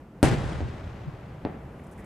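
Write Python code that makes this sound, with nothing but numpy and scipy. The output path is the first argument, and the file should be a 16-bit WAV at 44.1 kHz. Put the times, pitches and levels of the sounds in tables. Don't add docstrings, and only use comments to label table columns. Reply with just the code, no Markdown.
import sys
import numpy as np
from scipy import signal
from scipy.fft import rfft, irfft, next_fast_len
from scipy.io import wavfile
from scipy.ndimage import uniform_filter1d

SR = 44100
rng = np.random.default_rng(int(sys.argv[2]) if len(sys.argv) > 2 else 0)


def dump_mix(stems):
    frames = np.atleast_2d(stems).T
    limited = np.clip(frames, -1, 1)
    pcm = np.round(limited * 32767).astype(np.int16)
    wavfile.write(sys.argv[1], SR, pcm)


N = 90404

# (frequency [Hz], level per Hz [dB])
NIGHT_SPECTRUM = [(15, -50), (25, -19), (59, -2.5), (106, -7.5), (154, -3), (224, -7), (655, -17.5),
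                  (1310, -25), (3090, -38), (3830, -44.5), (15000, -55)]
# (time [s], level [dB])
NIGHT_LEVEL = [(0, -44.5), (.04, -47.5), (.09, -48.5), (.14, -48), (.2, -46), (1.6, -44.5), (2.05, -42.5)]
# (frequency [Hz], likeness [0 to 1])
NIGHT_ALIKE = [(60, 1), (400, 1), (950, 0.93), (2400, 0.63), (6000, 0.51), (9000, 1), (12000, .99)]

# (time [s], blast level [dB], push length [ms], crack over push [dB], echo level [dB],
#  air tone at 5 kHz [dB], bass of echoes [dB], thud level [dB], treble of echoes [dB])
SHELL_BURSTS = [(0.2293, -2, 1.24, -9, -16, 1.77, -1.5, -8.5, 1),
                (.6058, -20.5, 1.16, -8, -38.5, -9, 2.5, -43, -1),
                (1.4509, -15.5, 1.09, -5, -29.5, -11.5, -10, -50, -10)]
SUCTION_DEPTH, SUCTION_LENGTH, SUCTION_LATE = 0.64, 2.09, 1.2
CRACK_WIDTH_S = 0.00009
HIGH_RING_HZ, HIGH_RING_T60_S, HIGH_RING_DB = 8800, 0.003, -7
LOW_RING_HZ, LOW_RING_T60_S, LOW_RING_DB = 4330, 0.0018, -6
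BLUNT_HZ = 12000
DETOUR_DB_PER_S = -120

# (delay [ms], push level [dB], crack level [dB], push left over right [dB])
REFLECTIONS = [(3.67, -14, -32, 6), (7.06, -11.5, -44, 9), (8.4, -8.5, -19, -4), (10.537, -3.5, -37, 1),
               (12.92, -15.5, -43, -9), (19.94, -6.5, -36, 0), (48.9, -26.5, -20, 3),
               (96.8, -17.5, -39, 1.5), (119, -20.5, -17, -1.5), (212, -23, -30, -4), (293, -22, -21, 1.5),
               (512, -33.5, -24, 1)]
# (delay [s], level [dB], pitch [Hz])
THUD_REFLECTORS = [(.012, -7.5, 85), (0.033, -10, 88.5), (0.062, -21, 140), (.098, -8.5, 173),
                   (.15, -15, 140), (0.18, -20, 130), (0.228, -15.5, 94), (0.262, -22.5, 85),
                   (0.329, -16.5, 97), (.40, -13, 78), (0.432, -18, 122), (0.854, -18, 148)]
THUD_CYCLES = 3.5
THUD_LAG_S = 0.0013

# (frequency [Hz], level per Hz [dB])
CLOSE_SPECTRUM = [(18, -22), (30, -54), (89, 2.5), (384, -3), (698, -18.5), (774, -9), (978, -27),
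                  (1600, -23), (3680, -32.5), (8920, -40), (15000, -80)]
# (frequency [Hz], time [s])
CLOSE_T60 = [(50, .6), (300, 0.37), (1500, 0.69), (5000, 0.43), (14000, 0.14)]
# (frequency [Hz], level per Hz [dB])
ROLL_SPECTRUM = [(15, -38), (25, -9), (75, 2.5), (128, 2), (231, -12), (438, -16.5), (588, -16),
                 (856, -19.5), (2020, -26.5), (9020, -48.5), (15000, -72)]
# (frequency [Hz], time [s])
ROLL_T60 = [(40, 2.9), (150, 2.65), (600, 3.02), (2500, 2.7), (7000, 2), (14000, 0.59)]
# (frequency [Hz], level per Hz [dB])
SCATTER_SPECTRUM = [(150, -33), (350, 7), (700, 4), (1100, -7), (2200, -6.5), (4500, -23), (9000, -23),
                    (15000, -53.5)]
# (frequency [Hz], time [s])
SCATTER_T60 = [(400, 0.17), (3000, 0.17)]
ROLL_DB, SCATTER_DB = -8.5, -6
# (delay [s], level [dB])
LAND_ANSWER = [(0, 1), (.04, 2.5), (.08, 1), (.115, 2), (.135, -1.5), (.2, -0.5), (.3, 1), (.42, -2),
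               (.47, -1), (.7, 0), (1.1, 4), (1.8, 8)]
RISE_S, BASS_RISE_S, BASS_HZ = 0.0015, 0.03, 585
RAGGED_DB = 1
# (frequency [Hz], likeness [0 to 1])
ECHO_ALIKE = [(60, 1), (150, 1), (380, 0.82), (950, 0.46), (2400, 0.76), (6000, 0.58), (9000, 0.88),
              (12000, .99)]
# (frequency [Hz], left over right [dB])
ECHO_LEAN = [(60, 0.5), (240, 0), (600, 1.5), (1500, 2.5), (4000, 2.6), (9000, 0)]

# (start [s], length [s], level [dB])
CHIRPS = [(1.785, .02, -76), (1.836, .012, -69), (1.864, .008, -70), (1.911, .022, -65), (1.976, .03, -67),
          (2.042, .02, -65)]
# (frequency [Hz], level per Hz [dB])
WING_SPECTRUM = [(3500, -39), (5500, -17), (7500, -10.5), (10000, -9), (12000, -19), (15000, -23)]
CHIRP_RISE_S, CHIRP_T60_S = 0.0019, 0.05
RASP_DB = 3

# (centre [s], spread [s], level [dB])
CRACKLE_PUFFS = [(1.796, 0.0052, -53), (1.992, 0.014, -58), (2.03, 0.032, -58)]
# (frequency [Hz], level per Hz [dB])
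CRACKLE_SPECTRUM = [(500, -28), (1100, -3), (1900, 16.5), (3600, -9), (5500, -33), (15000, -60)]

CLIP_TOP, CLIP_HARD, TOP_HZ = 0.66, 5, 15100


def amp(db):
    return 10 ** (np.asarray(db) / 20)


def unit(x):
    return x / np.sqrt(np.mean(x ** 2) + 1e-20)


def along(points, hz):
    f, v = np.transpose(points)
    return np.interp(np.log(hz + 1), np.log(f + 1), v)


def filtered(x, response):
    m = next_fast_len(N + 8192)
    spectrum = rfft(x, m) * response(np.fft.rfftfreq(m, 1 / SR))
    return irfft(spectrum, m)[..., :N]


def rush(spectrum, alike):
    def mid_side(hz):
        turn = np.arccos(np.clip(along(alike, hz), -1, 1)) / 2
        return amp(along(spectrum, hz)) * [np.cos(turn), np.sin(turn)]

    mid, side = filtered(rng.standard_normal((2, N)), mid_side)
    return unit(np.array([mid + side, mid - side]))


def night():
    s, db = np.transpose(NIGHT_LEVEL)
    level_db = np.interp(np.arange(N) / SR, s, db)
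    return amp(level_db) * rush(NIGHT_SPECTRUM, NIGHT_ALIKE)


def push(t, length):
    u = t / length
    back = (u - 1) / SUCTION_LENGTH
    hump = np.sin(np.pi * u) * (u > 0) * (u < 1)
    suction = np.sin(np.pi * np.abs(back) ** SUCTION_LATE) * (back > 0) * (back < 1)
    return hump - SUCTION_DEPTH * suction


def crack(t):
    def ring(hz, db, t60):
        return np.sin(2 * np.pi * hz * t) * amp(db - 60 * np.abs(t) / t60) * (t > 0)

    dip = np.exp(-((t + CRACK_WIDTH_S / 2) / CRACK_WIDTH_S) ** 2)
    high_ring = ring(HIGH_RING_HZ, HIGH_RING_DB, HIGH_RING_T60_S)
    low_ring = ring(LOW_RING_HZ, LOW_RING_DB, LOW_RING_T60_S)
    return high_ring + low_ring - dip


def air(hz, tone_db):
    return amp(tone_db * (hz / 5000) ** 2)


def late(hz, ms):
    delay = np.exp(-2j * np.pi * hz * ms / 1000)
    return delay * air(hz, DETOUR_DB_PER_S * ms / 1000) / (1 + (hz / BLUNT_HZ) ** 6)


def blast(t, push_ms, crack_db):
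    paths = [(0.024, 0.014, 0, 0)] + REFLECTIONS

    def push_paths(hz):
        return sum(late(hz, ms) * amp(level + np.array([[lean / 2], [-lean / 2]]))
                   for ms, level, _, lean in paths)

    def crack_paths(hz):
        return sum(late(hz, ms) * amp(crack_db + level) for ms, _, level, _ in paths)

    return filtered(push(t, push_ms / 1000), push_paths) + filtered(crack(t), crack_paths)


def dying(x, t60, start):
    hz, t, z = signal.stft(x, SR, nperseg=512)
    fall_db = -60 * np.maximum(t - start, 0) / along(t60, hz)[:, None]
    answer_db = np.interp(t - start, *np.transpose(LAND_ANSWER))
    x = signal.istft(z * amp(fall_db + answer_db), SR, nperseg=512)[1][:, :N]
    bass = filtered(x, lambda f: 1 / (1 + (f / BASS_HZ) ** 4))
    age = np.maximum(np.arange(N) / SR - start, 0)
    rise = 1 - np.exp(-age / RISE_S)
    bass_rise = 1 - np.exp(-(age / BASS_RISE_S) ** 2)
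    return (x - bass) * rise + bass * bass_rise


def echoes(start):
    close = dying(rush(CLOSE_SPECTRUM, ECHO_ALIKE), CLOSE_T60, start)
    roll = dying(rush(ROLL_SPECTRUM, ECHO_ALIKE), ROLL_T60, start)
    scatter = dying(rush(SCATTER_SPECTRUM, ECHO_ALIKE), SCATTER_T60, start)
    wander = uniform_filter1d(uniform_filter1d(rng.standard_normal(N), size=200), size=200)
    slaps = unit(amp(RAGGED_DB * unit(wander)))
    return (close + amp(ROLL_DB) * roll + amp(SCATTER_DB) * scatter) * slaps


def thuds(t):
    t = t + np.array([[THUD_LAG_S / 2], [-THUD_LAG_S / 2]])
    total = 0
    for s, db, hz in THUD_REFLECTORS:
        swing = np.cos(2 * np.pi * hz * (t - s))
        swell = np.exp(-((t - s) * hz / THUD_CYCLES * 2) ** 2)
        total = total + amp(db) * swing * swell
    return total * np.clip(t / RISE_S, 0, 1)


def burst(start, db, push_ms, crack_db, echo_db, air_db, bass_db, thud_db, treble_db):
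    t = np.arange(N) / SR - start

    def echo_tone(hz):
        bass = bass_db / (1 + (hz / 190) ** 4)
        treble = treble_db / (1 + (2500 / (hz + 1)) ** 2)
        lean = along(ECHO_LEAN, hz) / 2 * [[1], [-1]]
        return amp(bass + treble + lean)

    far = filtered(amp(echo_db) * echoes(start) + amp(thud_db) * thuds(t), echo_tone)
    near = amp(db) * blast(t, push_ms, crack_db)
    return filtered(near + far, lambda hz: air(hz, air_db))


def insect():
    t = np.arange(N) / SR
    shape = 0
    for s, length, db in CHIRPS:
        fall_db = -60 * np.maximum(t - s - length, 0) / CHIRP_T60_S
        shape = shape + amp(db + fall_db) * np.clip((t - s) / CHIRP_RISE_S, 0, 1)
    teeth = unit(amp(RASP_DB * unit(uniform_filter1d(rng.standard_normal(N), size=40))))
    return shape * teeth * rush(WING_SPECTRUM, [(8000, 0.86)])


def crackle():
    t = np.arange(N) / SR
    shape = sum(amp(db) * np.exp(-((t - s) / spread) ** 2) for s, spread, db in CRACKLE_PUFFS)
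    return shape * rush(CRACKLE_SPECTRUM, [(2000, 0.96)])


def scene():
    return night() + sum(burst(*row) for row in SHELL_BURSTS) + insect() + crackle()


def record(dry):
    soft = dry / (1 + np.abs(dry / CLIP_TOP) ** CLIP_HARD) ** (1 / CLIP_HARD)
    return filtered(soft, lambda hz: hz < TOP_HZ)


dry = scene()
out = record(dry)
dump_mix(out)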